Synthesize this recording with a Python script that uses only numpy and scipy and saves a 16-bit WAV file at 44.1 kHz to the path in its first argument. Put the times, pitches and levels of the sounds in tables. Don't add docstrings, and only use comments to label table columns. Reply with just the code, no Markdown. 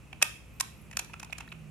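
import sys
import numpy as np
from scipy import signal
from scipy.fft import rfft, irfft
from scipy.io import wavfile

SR = 44100
rng = np.random.default_rng(int(sys.argv[2]) if len(sys.argv) > 2 else 0)


def materialize(psi):
    bounded = np.clip(np.atleast_2d(psi).T, -1, 1)
    quanta = np.round(bounded * 32767).astype(np.int16)
    wavfile.write(sys.argv[1], SR, quanta)


N = 74970
T = np.arange(N) / SR

# f/Hz, relative density/dB
AIR_SPECTRUM = [(20, -25), (45, -3.5), (70, 1), (140, -2.5), (400, -13.5), (750, -19.5), (1330, -20.5),
                (1600, -26.5), (2600, -19.5), (3500, -32), (4700, -34), (7100, -31.5), (11500, -35.5),
                (15000, -45.5)]
# f/Hz, level/dB, left-right/dB
MAINS_LINES = [(60.8, -58.5, -0.5), (115.3, -62, 6)]
# t/s, f/Hz, main level/dB, upper level/dB
MOTOR_TRACK = [(0, 142.3, -61, -68), (0.382, 149, -62.5, -70.5), (0.699, 152.6, -61, -62),
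               (1.238, 156, -57.5, -63.5), (1.42, 164.4, -61, -73), (1.56, 162, -51, -63.5),
               (1.7, 147.4, -49, -56.5)]
# t/s, f/Hz, level/dB
WHISTLE_TRACK = [(.45, 10400, -86), (.55, 12000, -73), (.66, 13500, -82), (.83, 10850, -72),
                 (.94, 11100, -75), (1.25, 10600, -100), (1.55, 11400, -77)]
# f/Hz, t60/s
ROOM_DECAY = [(300, 0.17), (1000, 0.27), (2600, 0.47), (6000, 0.43), (14000, 0.36)]
# f/Hz, relative level/dB
ROOM_SPECTRUM = [(300, 11), (600, 9.5), (1200, 11), (2500, 2.5), (3600, 4.5), (6500, -4), (14000, 3.5)]
# peak t/s, decay time/s, level/dB
SCRAPE_EVENTS = [(0.221, 0.0051, -37.5), (.967, 0.0043, -47.5), (1.015, 0.014, -54.5), (1.144, .012, -57),
                 (1.22, 0.018, -55.5), (1.326, 0.0047, -51), (1.405, 0.018, -50)]
# f/Hz, relative density/dB
SCRAPE_SPECTRUM = [(200, -14), (500, 1.5), (1300, 1.5), (2700, -0.5), (4700, -11.5), (7100, -9.5),
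                   (15000, -34)]
# t/s, level/dB
TINKLE_EVENTS = [(1.3051, -56), (1.4887, -55)]
# f/Hz, relative level/dB, t60/s
HOUSING_MODES = [(264, -7, 0.029), (397, -0.5, 0.025), (600, 0, 0.037)]
# f/Hz, relative level/dB, t60/s
KNOCK_MODES = [(600, -6, 0.012), (950, 1, 0.015), (1800, 3, 0.027)]
RING_MODES = [(2320, -9.5, 0.0089), (2602, 0.5, 0.014)]
CLINK_MODES = [(3700, -2.5, 0.0089), (5460, 10.5, 0.0074), (6220, 9, 0.0065), (7094, 11, 0.015),
               (8580, 8.5, 0.0065)]
TICK_MODES = [(10020, 3, 0.0089), (11350, 0, 0.016), (12570, -5.5, 0.042)]
BAND_EDGES_HZ = [620, 2100, 3150, 8900, 13000]
# noise correlation, left-right/dB
REGISTER_STEREO = [(0.93, 2), (0.74, -3), (0.16, -2), (.1, 1.5)]
# t/s, chatter/s, hollow mode f/Hz, knock/dB, ring/dB, clink/dB
CONTACT_EVENTS = [ (0.128, 0.0034, 754, -47, -43.5, -56.5), (0.215, 0.0089, 1280, -35, -34, -39.5),
                  (0.2239, 0.0035, 1203, -29, -23, -16.5), (0.5988, 0.0052, 1600, -42.5, -49, -29.5),
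                  (0.603, 0.005, 1720, -38, -35, -48), (0.6073, 0.0014, 1047, -33.5, -41.5, -23),
                  (0.9112, 0.0035, 1950, -50.5, -52.5, -52), (0.9269, 0.0081, 1730, -49, -49.5, -53.5),
                  (0.9686, 0.0029, 1346, -34.5, -35.5, -27), (0.99, 0.0057, 1380, -39.5, -38.5, -29),
                  (0.9964, 0.0039, 1020, -47, -41.5, -44), (1.0452, 0.0023, 1400, -65, -69, -49.5),
                  (1.0963, 0.0028, 950, -51.5, -62, -75), (1.134, 0.002, 1400, -54, -45.5, -56),
                  (1.1384, 0.0018, 1350, -42.5, -46, -54.5), (1.1965, 0.0047, 1500, -48.5, -51, -43),
                  (1.2284, 0.004, 900, -42, -45, -44.5), (1.2458, .002, 1440, -65, -58, -48),
                  (1.2957, 0.0037, 860, -51.5, -60, -67), (1.3256, 0.0049, 1390, -44.5, -34.5, -44),
                  (1.3808, 0.0052, 1350, -47.5, -48.5, -42), (1.404, 0.0048, 935, -43, -44.5, -49),
                  (1.476, 0.0022, 1930, -49, -55.5, -63.5), (1.5174, 0.0043, 1274, -57, -43, -63),
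                  (1.5233, 0.003, 1360, -48.5, -48, -54.5)]
# f/Hz, level/dB, t60/s
SOCKET_MODES = [(1854, -30, .016), (2558, -17, .0095), (3710, -27.5, .009), (6110, -30, 0.0042),
                (10270, -27, 0.0017)]


def from_db(db):
    return 10 ** (np.asarray(db) / 20)


def unit(x):
    return x / np.sqrt(np.sum(x ** 2, axis=-1, keepdims=True) + 1e-20)


def pan(db):
    return from_db([[db / 2], [-db / 2]])


def at_hz(points, hz):
    f, value = np.transpose(points)
    return np.interp(np.log(np.maximum(hz, 1)), np.log(f), value)


def stereo_noise(size, correlation):
    mid, side = rng.standard_normal((2, size))
    return np.sqrt(1 + correlation) * mid + np.sqrt(1 - correlation) * side * np.array([[1], [-1]])


def colour(x, spectrum):
    gain = from_db(at_hz(spectrum, np.fft.rfftfreq(N, 1 / SR)))
    return np.sqrt(N) * unit(irfft(rfft(x) * gain, N))


def band(x, low_hz, high_hz):
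    return signal.sosfilt(signal.butter(2, [low_hz, high_hz], "band", fs=SR, output="sos"), x)


def tone(hz, rms_db):
    cycles = np.cumsum(hz * np.ones(N)) / SR + rng.random()
    return np.sqrt(2) * from_db(rms_db) * np.sin(2 * np.pi * cycles)


def resonate(x, hz, t60_s):
    r = np.exp(-np.log(1000) / (t60_s * SR))
    return signal.lfilter([1, 0, -1], [1, -2 * r * np.cos(2 * np.pi * hz / SR), r * r], x)


def place(sound, at_s, right_lag_s=.00005, span_s=.005):
    out = np.zeros((2, N + SR))
    for channel, lag_s in enumerate((0, right_lag_s)):
        start = int((at_s + lag_s) * SR)
        out[channel, start:start + sound.shape[1]] = sound[channel] * np.sqrt(span_s * SR)
    return out[:, :N]


def air(rms_db=-53.5):
    return from_db(rms_db) * colour(stereo_noise(N, correlation=.52), AIR_SPECTRUM)


def mains_hum():
    return sum(tone(hz, db) * pan(pan_db) for hz, db, pan_db in MAINS_LINES)


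def far_motor(upper_ratio=1.37, pan_db=-7):
    times_s, *columns = np.transpose(MOTOR_TRACK)
    hz, main_db, upper_db = [np.interp(T, times_s, column) for column in columns]
    return (tone(hz, main_db) + tone(hz * upper_ratio, upper_db)) * pan(pan_db)


def whistle(upper_ratio=1.11, upper_db=-5):
    times_s, *columns = np.transpose(WHISTLE_TRACK)
    hz, db = [np.interp(T, times_s, column) for column in columns]
    flutter = np.sqrt(N) * unit(band(rng.standard_normal(N), 10, 120))
    gate = (T > times_s[0]) & (T < times_s[-1])
    return gate * flutter * (tone(hz, db) + tone(hz * upper_ratio, db + upper_db))


def room(x, wet_db=-14.5, early_s=.016, early_db=-1.5):
    t, edges_hz = T[:N // 2], np.geomspace(150, 18000, 11)
    white, response = rng.standard_normal((2, 2, len(t))), 0
    for k, (low_hz, high_hz) in enumerate(zip(edges_hz, edges_hz[1:])):
        hz = np.sqrt(low_hz * high_hz)
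        decay = np.exp(-np.log(1000) * t / at_hz(ROOM_DECAY, hz))
        response += band(white[k % 2], low_hz, high_hz) * from_db(at_hz(ROOM_SPECTRUM, hz)) * decay
    onset = np.where(t < early_s, from_db(early_db) * t / early_s, 1)
    return from_db(wet_db) * signal.fftconvolve(x, unit(response * onset), axes=1)[:, :N]


def scrape(slips_per_s=1500):
    slips = (rng.random(N) < slips_per_s / SR) * stereo_noise(N, correlation=1)
    envelope = sum(from_db(db) * np.exp(-np.abs(T - peak_s) / decay_s)
                   for peak_s, decay_s, db in SCRAPE_EVENTS)
    return envelope * colour(slips, SCRAPE_SPECTRUM)


def chatter(length_s, correlation, rise_s=.00048, fall_s=.0017, blow_share=.3, blow_position=.7):
    t = T[:6000]
    envelope = np.minimum(t / rise_s, 1) * np.exp(-np.maximum(t - length_s, 0) / fall_s)
    impacts = unit(envelope * stereo_noise(len(t), correlation))
    blow = np.arange(len(t)) == int(blow_position * length_s * SR)
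    return np.sqrt(1 - blow_share) * impacts + np.sqrt(blow_share) * blow + 1e-18


def ring(x, modes, scatter=.026, full_scatter_hz=7460):
    detune, out = scatter * rng.standard_normal(len(modes)), 0
    for k, (hz, db, t60_s) in enumerate(modes):
        detuned_hz = hz * (1 + detune[k] * min(hz / full_scatter_hz, 1))
        out += (-1) ** k * from_db(db) * unit(resonate(x, detuned_hz, t60_s))
    return unit(out)


def tinkles(hz=3950, t60_s=.016):
    out = 0
    for at_s, db in TINKLE_EVENTS:
        strike = chatter(length_s=.00048, correlation=.49)
        out += place(from_db(db) * unit(resonate(strike, hz, t60_s)), at_s)
    return out


def housing_thud(at_s=.2242, level_db=-37.5):
    jolt = chatter(length_s=.00048, correlation=.86)
    return place(from_db(level_db) * ring(jolt, HOUSING_MODES), at_s)


def contact(length_s, hollow_hz, knock_db, ring_db, clink_db,
            hollow_db=14.5, crack_db=-1.5, tick_offset_db=-4.5):
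    clean_t60_s, clean_chatter_s = .03, .0014
    hollow = (hollow_hz, hollow_db, clean_t60_s * clean_chatter_s / length_s)
    registers = KNOCK_MODES + [hollow], RING_MODES, CLINK_MODES, TICK_MODES
    levels_db = knock_db, ring_db, clink_db, clink_db + tick_offset_db
    out = 0
    for k, (correlation, pan_db) in enumerate(REGISTER_STEREO):
        low_hz, high_hz = BAND_EDGES_HZ[k:k + 2]
        crack = from_db(crack_db) * unit(band(chatter(length_s, correlation), low_hz, high_hz))
        ringing = ring(chatter(length_s, correlation), registers[k])
        sound = band(ringing + crack, low_hz * .79, high_hz * 1.23)
        out += from_db(levels_db[k]) * pan(pan_db) * unit(sound)
    return out


def socket_contacts(lowpass_hz=12900):
    steel = sum(place(contact(*settings), at_s) for at_s, *settings in CONTACT_EVENTS)
    return signal.sosfilt(signal.butter(2, lowpass_hz, fs=SR, output="sos"), steel)


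def snap(at_s=.2256):
    blow, note = (T == 0) + 1e-18, 0
    for hz, db, t60_s in SOCKET_MODES:
        swelling = resonate(resonate(blow, hz, t60_s), hz, t60_s)
        note += from_db(db) * pan(0) * unit(swelling)
    return place(note, at_s)


def scene(snap_send_db=-1.5):
    note = snap()
    steel = socket_contacts() + housing_thud() + tinkles() + scrape()
    reverb = room(steel + from_db(snap_send_db) * note)
    background = air() + far_motor() + mains_hum() + whistle()
    return background + reverb + steel + note


def record(dry, port_hz=2557, port_q=8.6, port_db=6.5, cutoff_hz=16000):
    b, a = signal.iirpeak(port_hz, port_q, fs=SR)
    right = dry[1] + (from_db(port_db) - 1) * signal.lfilter(b, a, dry[1])
    return signal.sosfilt(signal.ellip(10, .2, 80, cutoff_hz, fs=SR, output="sos"), [dry[0], right])


dry = scene()
out = record(dry)
materialize(out)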